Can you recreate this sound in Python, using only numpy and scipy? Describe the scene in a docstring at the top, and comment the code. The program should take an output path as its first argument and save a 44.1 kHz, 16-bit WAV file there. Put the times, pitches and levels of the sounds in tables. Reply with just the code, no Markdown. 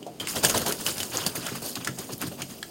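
"""A few bumps and ticks, then a flurry of wings: pigeons settle in a small wooden loft, close by.
Each stroke displaces air, sheds a turbulent whoosh and rubs feather on feather. Stiff quills snap
against each other and the boards, claws ping, and feet excite the low modes of the perches.
The walls add short echoes and a hollow standing wave; plumage rustles on over a quiet stir."""
import sys
import numpy as np
from scipy import signal
from scipy.fft import rfft, irfft
from scipy.io import wavfile

SR = 44100
rng = np.random.default_rng(int(sys.argv[2]) if len(sys.argv) > 2 else 0)


def int16_out(signal):
    """Quantize to a 16-bit WAV file."""
    q = np.round(np.clip(np.atleast_2d(signal).T, -1, 1) * 32767)
    wavfile.write(sys.argv[1], SR, q.astype(np.int16))


N = 119070
FLUTTER_DB, FLUTTER_S = 1.4, .005  # rms depth and time scale of the flicker in feather noise


def wings(start_hz=673, end_hz=347, glide_s=0.0022):
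    """Aerodynamic and friction noise: each stroke pushes air, whooshes lower as it slows, and rubs."""
    # wing strokes: peak t/s, rise/s, fall/s, then level/dB of push, whoosh, vane brush, feather hiss
    strokes = [ (0.212, 0.0067, 0.071, -40.5, -40.5, -38, -44), (0.299, 0.021, 0.034, -66, -58, -36, -29.5),
               (0.37, 0.021, 0.033, -33, -31.5, -31.5, -30.5), (0.444, 0.011, .034, -27, -24, -24, -19),
               (0.502, 0.012, 0.028, -45, -32, -30, -28), (.549, 0.0077, 0.04, -30, -29, -27.5, -33),
               (0.565, 0.011, 0.029, -30.5, -26.5, -32, -26.5), (0.619, 0.0068, 0.013, -50, -33, -34, -30),
               (0.682, 0.023, 0.04, -33.5, -27, -32, -28.5), (.812, 0.022, 0.044, -43, -41, -39, -35),
               (.885, 0.029, 0.044, -37.5, -36.5, -34.5, -27),
               (1.002, 0.045, 0.11, -39.5, -41.5, -41.5, -35), (1.15, 0.025, 0.11, -37.5, -34, -32, -34.5),
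               (1.222, 0.046, 0.041, -43, -52, -36, -50), (1.27, 0.01, 0.015, -30, -33.5, -37, -31),
               (1.358, 0.0064, 0.03, -44, -36, -36, -29), (1.482, 0.074, 0.068, -43.5, -41, -36.5, -41),
               (1.558, 0.0099, 0.02, -53, -41, -37.5, -35.5), (1.623, 0.0037, 0.029, -36, -37, -45.5, -34),
               (1.66, 0.019, 0.063, -60, -38, -43, -32.5), (1.769, 0.0045, 0.0095, -32, -35, -33.5, -62),
               (1.812, 0.0094, 0.027, -49, -48, -40.5, -72.5), (1.883, 0.02, 0.019, -35, -36, -37, -46),
               (1.995, 0.018, 0.05, -40, -40, -42.5, -38.5), (2.099, 0.008, 0.023, -44, -36, -42, -64),
               (2.135, 0.016, 0.0091, -32, -57, -47.5, -34.5),
               (2.232, 0.024, 0.019, -33, -35.5, -34, -40.5), (2.279, 0.017, 0.013, -38, -46, -43.5, -37),
               (2.319, 0.0056, 0.023, -44, -37, -46, -52), (2.409, 0.025, 0.024, -37, -42, -39.5, -51),
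               (2.509, 0.018, 0.036, -43.5, -71, -43, -43)]
    # spectra of displaced air, brushing vanes and hissing feathers: f/Hz, level/dB
    push_spectrum = [(35, -40), (62, -22), (90, -2), (135, -1.5), (195, -4.5), (320, -2), (620, -31.5)]
    brush_spectrum = [(500, -15.5), (1000, 1.5), (1500, 3), (2200, -5.5), (3600, -4.5), (10000, -22.5)]
    hiss_spectrum = [(2000, -12), (4200, 5.5), (8500, 4), (10500, 6), (16000, 1.5)]
    t, power, early_power = np.arange(N) / SR, np.zeros((4, N)), np.zeros(N)
    for peak, rise, fall, *levels_db in strokes:
        swing = np.exp(-(np.minimum(t - peak, 0) / rise) ** 2 - np.maximum(t - peak, 0) / fall)
        parts = (amp(levels_db)[:, None] * swing) ** 2
        power += parts  # incoherent sources add in power
        early_power += parts[1] * (1 - np.tanh((t - peak) / (2 * glide_s))) / 2  # whoosh before its peak
    push, whoosh, brush, hiss = np.sqrt(power)
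    whoosh_hz = end_hz + (start_hz - end_hz) * early_power / (power[1] + 1e-20)
    air = colour(push * rng.standard_normal(N), push_spectrum) + whoosh * rush(whoosh_hz)
    feathers = sum(colour(level * amp(FLUTTER_DB * wander(FLUTTER_S)) * rustle(), spectrum)
                   for level, spectrum in [(brush, brush_spectrum), (hiss, hiss_spectrum)])
    return air + patchy(feathers)


def rush(hz, width_hz=505, low_cut_hz=239):
    """Turbulence round a wing: a broad band of noise centred on the curve hz."""
    noise = signal.lfilter(*signal.butter(2, low_cut_hz, "high", fs=SR), rng.standard_normal(N))
    return unit(resonate(resonate(noise, hz, width_hz), hz, width_hz))


def rustle(catches_per_s=350, catch_share=0.23):
    """Feather friction: barbs catch at random, giving bright, uneven impulses in a smooth hiss."""
    catches = np.diff(rng.standard_normal(N) * (rng.random(N) < catches_per_s / SR), prepend=0)
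    return np.sqrt(catch_share) * unit(catches) + np.sqrt(1 - catch_share) * rng.standard_normal(N)


def patchy(x, depth_db=3, patch_hz=860, patch_s=0.013, size=256):
    """Spectral modulation: patches of the spectrum swell and fade at random as feathers slide."""
    hz, t, spectra = signal.stft(x, SR, nperseg=size)
    field = np.fft.fft2(rng.standard_normal(spectra.shape))
    across_hz = np.fft.fftfreq(len(hz), hz[1])[:, None] * patch_hz
    across_time = np.fft.fftfreq(len(t), t[1]) * patch_s
    patches = unit(np.fft.ifft2(field * np.exp(-2 * (across_hz ** 2 + across_time ** 2))).real)
    return signal.istft(spectra * unit(amp(depth_db * patches)), SR, nperseg=size)[1][:N]


def snaps(size=2048):
    """Impact noise: a quick run of quill strikes cracks and drives the stiffest shaft's resonance."""
    # quill snaps and claw ticks, plus the sharp onset of a wing stroke at 0.435 s: t/s, level/dB, ring f/Hz,
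    # decay/s, ring over crack/dB
    impacts = [ (.0280, -42.5, 3420, 0.0039, 3), (0.065, -28.5, 690, 0.013, 15),
               (0.199, -28.5, 3180, 0.012, -3), (0.2719, -25, 2120, 0.0024, 0),
               (0.4353, -20.5, 810, 0.0038, 2), (.4462, -18, 1660, 0.0029, -2.5),
               (0.4491, -13.5, 6800, 0.0011, -1), (.4540, -24, 3200, 0.00073, 7),
               (0.497, -18.5, 6900, 0.0048, -6), (0.577, -21, 8400, 0.0011, -19),
               (0.581, -22, 11100, 0.0011, 8), (0.662, -22.5, 1030, 0.0075, -10),
               (0.7232, -21, 11300, 0.0045, -1.5), (0.8643, -19.5, 2940, 0.0032, -9.5),
               (.9810, -28, 6750, 0.0027, -18), (1.0030, -24.5, 3170, 0.0055, -9),
               (1.0309, -24.5, 4500, 0.0043, -26), (1.1717, -22.5, 6900, 0.00031, 11),
               (1.2643, -18.5, 4800, 0.0044, -5.5), (1.4658, -25.5, 1330, 0.0053, -7),
               (1.7551, -26.5, 4270, 0.0043, -1.5), (1.847, -27, 6650, 0.0062, -20),
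               (1.8731, -20, 1580, 0.0037, 4.5), (1.9876, -30.5, 8750, 0.0032, -3),
               (2.18, -35, 13000, 0.0022, 13), (2.2156, -26.5, 12700, 0.0014, 5),
               (2.22, -25.5, 1320, 0.0066, 5), (2.419, -26, 2700, 0.0063, -7),
               (2.6280, -28, 1700, 0.0028, 2.5), (2.6287, -32.5, 3650, 0.0011, 36)]
    # spectrum of the crack: f/Hz, level/dB
    crack_spectrum = [(60, -18), (600, 2), (2200, 0.5), (7500, 4), (16000, -3.5)]
    out, t = np.zeros(N), np.arange(size) / SR
    span = np.sqrt(.003 * SR / size)  # a snap has the energy of 3 ms at its level
    for (s, db, hz, decay, ring_db), noise in zip(impacts, rng.standard_normal((len(impacts), 2, size))):
        strikes = noise * np.exp(-t / decay)
        width_hz = 150 + .28 * hz
        shaft = t * np.sin(2 * np.pi * hz * t) * np.exp(-np.pi * width_hz * t)
        ring = unit(signal.fftconvolve(strikes[0], shaft)[:size])
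        crack = unit(colour(strikes[1], crack_spectrum))
        add(out, s, amp(db) * span * unit(crack + amp(ring_db) * ring))
    return out


def pings(modes=3, spread=0.015, t60_s=0.092):
    """Free vibration: a claw plucks something stiff, and a few close modes ring briefly."""
    # claw contacts: t/s, level/dB, f/Hz
    plucks = [(.066, -38, 724), (0.2016, -28.5, 3150), (.8645, -28, 2960), (1.003, -32, 3080)]
    out, t = np.zeros(N), np.arange(SR // 3) / SR
    for (s, db, hz), detune in zip(plucks, rng.standard_normal((len(plucks), modes, 1))):
        ring = np.sin(2 * np.pi * hz * (1 + spread * detune) * t).mean(0)
        add(out, s, amp(db) * ring * np.exp(-np.log(1000) * t / t60_s))
    return out


def bumps(spread=0.029, rise_s=0.00074, low_cut_hz=85):
    """Modal excitation: blows ring the low modes of the wood, each blow with its own balance of low and upper
    modes."""
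    # feet and bodies on the perches: t/s, level/dB, treble tilt/(dB per octave)
    blows = [(0.025, -34.5, 22), (0.066, -38.5, 5), (.100, -36.5, 9), (1.379, -32.5, 2), (1.519, -30, 2.5),
             (1.779, -33, 2.5), (1.886, -30, -4), (2.238, -28.5, 2.5), (2.426, -35, 1)]
    # modes of perch and boards: f/Hz, level/dB, T60/s
    wood = [(95.5, -25, 0.34), (129.6, 7.5, 0.29), (174.3, 2.5, 0.44), (235.3, 1, 0.41), (301, 6, 0.13),
            (410, -1.5, 0.11), (554, -11, 0.035)]
    out, t = np.zeros(N), np.arange(SR // 3) / SR
    hz, mode_db, t60 = np.transpose(wood)
    damping = np.exp(-np.log(1000) * t / t60[:, None])
    for (s, db, tilt_db), (detune, offset) in zip(blows, rng.standard_normal((len(blows), 2, len(wood)))):
        gains = amp(mode_db + tilt_db * np.log2(hz / hz[0]))
        phase = 2 * np.pi * (hz * (1 + spread * detune))[:, None] * t + np.pi * offset[:, None]
        ring = gains / np.linalg.norm(gains) @ (np.sin(phase) * damping)
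        add(out, s, amp(db) * np.sqrt(2) * np.minimum(t / rise_s, 1) * ring)
    return signal.lfilter(*signal.butter(2, low_cut_hz, "high", fs=SR), out)


def draught(pass_s=0.51, width_s=0.18, hz=123, level_db=-38):
    """Pressure fluctuation: low buffeting while a bird flies just past the microphone."""
    nearness = np.exp(-((np.arange(N) / SR - pass_s) / width_s) ** 2)
    buffets = resonate(rng.standard_normal(N), np.full(N, hz), width_hz=110)
    return amp(level_db) * nearness * unit(buffets)


def flock(startle_s=0.31, start_db=-41.5, settle_db_per_s=2.5):
    """Friction noise of many birds: plumage rustles once they are startled and slowly settles."""
    # f/Hz, level/dB
    spectrum = [(50, -4), (280, 5.5), (1000, -18), (2000, -16), (5000, -8.5), (16000, -8)]
    since = np.arange(N) / SR - startle_s
    onset = np.clip(since / FLUTTER_S, 0, 1)
    level = onset * amp(start_db - settle_db_per_s * since + FLUTTER_DB * wander(FLUTTER_S))
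    return patchy(colour(level * rustle(), spectrum))


def box(x, hz=228, width_hz=10, gain_db=2.5):
    """Standing wave: moving air keeps a hollow resonance ringing between the loft walls."""
    return amp(gain_db) * signal.lfilter(*signal.iirpeak(hz, hz / width_hz, fs=SR), x)


def loft(x, echoes_per_s=5000, first_echo_s=.003, size=128):
    """Reverberation: close wooden walls return dense echoes, and the bass lasts longest."""
    # reverberation time: f/Hz, T60/s
    t60 = [(100, 1), (1000, 0.16)]
    count = SR // 3
    taps = rng.standard_normal(count) * (rng.random(count) < echoes_per_s / SR)
    taps *= np.arange(count) > first_echo_s * SR
    hz, t, spectra = signal.stft(taps, SR, nperseg=size)
    absorption = np.exp(-np.log(1000) * t / read(t60, hz)[:, None])
    tail = signal.istft(spectra * absorption, SR, nperseg=size)[1]
    return signal.fftconvolve(x, tail / np.linalg.norm(tail))[:N]


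def stir(level_db=-45.5):
    """Ambient noise: the steady, quiet stir of flock and yard."""
    # f/Hz, level/dB
    spectrum = [(25, -29), (55, -9.5), (240, 6), (700, -5), (1500, -20), (16000, -25)]
    return amp(level_db) * colour(rng.standard_normal(N), spectrum)


def resonate(x, hz, width_hz):
    """Damped resonance whose centre follows the curve hz."""
    turn = np.exp(2j * np.pi * np.cumsum(hz) / SR)
    pole = np.exp(-np.pi * width_hz / SR)
    return 2 * (turn * signal.lfilter([1 - pole], [1, -pole], x / turn)).real


def colour(x, points, size=4096):
    """Minimum-phase filter of energy 1 with the given spectral shape."""
    log_gain = np.log(amp(read(points, abs(np.fft.fftfreq(size, 1 / SR)))))
    taps = np.fft.ifft(np.exp(np.conj(signal.hilbert(log_gain)))).real[:size // 2]
    return signal.fftconvolve(x, taps / np.linalg.norm(taps))[:len(x)]


def wander(seconds):
    """Low-pass noise of rms 1 that changes over the given time."""
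    hz = np.fft.rfftfreq(N, 1 / SR)
    return unit(irfft(rfft(rng.standard_normal(N)) * np.exp(-(hz * seconds) ** 2), N))


def amp(db):
    """Decibels to amplitude ratio."""
    return 10 ** (np.asarray(db) / 20)


def unit(x):
    """Normalisation to rms 1."""
    return x / np.sqrt(np.mean(x ** 2) + 1e-20)


def read(points, hz):
    """Interpolation on a log-frequency axis."""
    f, value = np.transpose(points)
    return np.interp(np.log(hz + 1), np.log(f + 1), value)


def add(mix, s, sound):
    """Superposition of a sound at time s."""
    part = mix[max(round(s * SR), 0):][:len(sound)]
    part += sound[:len(part)]


def scene():
    """Superposition of the birds' direct sound, the loft's response and the background."""
    flaps, cracks = wings() + flock(), snaps() + pings()
    background = stir()
    echoes = loft(amp(-18.5) * flaps + amp(-9) * cracks)
    return (flaps + cracks + echoes + box(flaps) + background + bumps() + draught())[None]


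def record(dry, peak_db=5.5, width_hz=640, edge_hz=16100):
    """Frequency response: the microphone's broad treble peaks, then a band limit."""
    # centres of the peaks: f/Hz
    peaks_hz = [2940, 4850, 6680, 8680]
    hz = np.linspace(0, SR / 2, num=SR // 100)
    response_db = peak_db * sum(np.exp(-((hz - peak) / width_hz) ** 2) for peak in peaks_hz)
    heard = colour(dry[0], np.column_stack([hz, response_db]))
    low_pass = signal.firwin(511, edge_hz, window=("kaiser", 9), fs=SR)
    return signal.oaconvolve(heard, low_pass, "same")[None]


dry = scene()
out = record(dry)
int16_out(out)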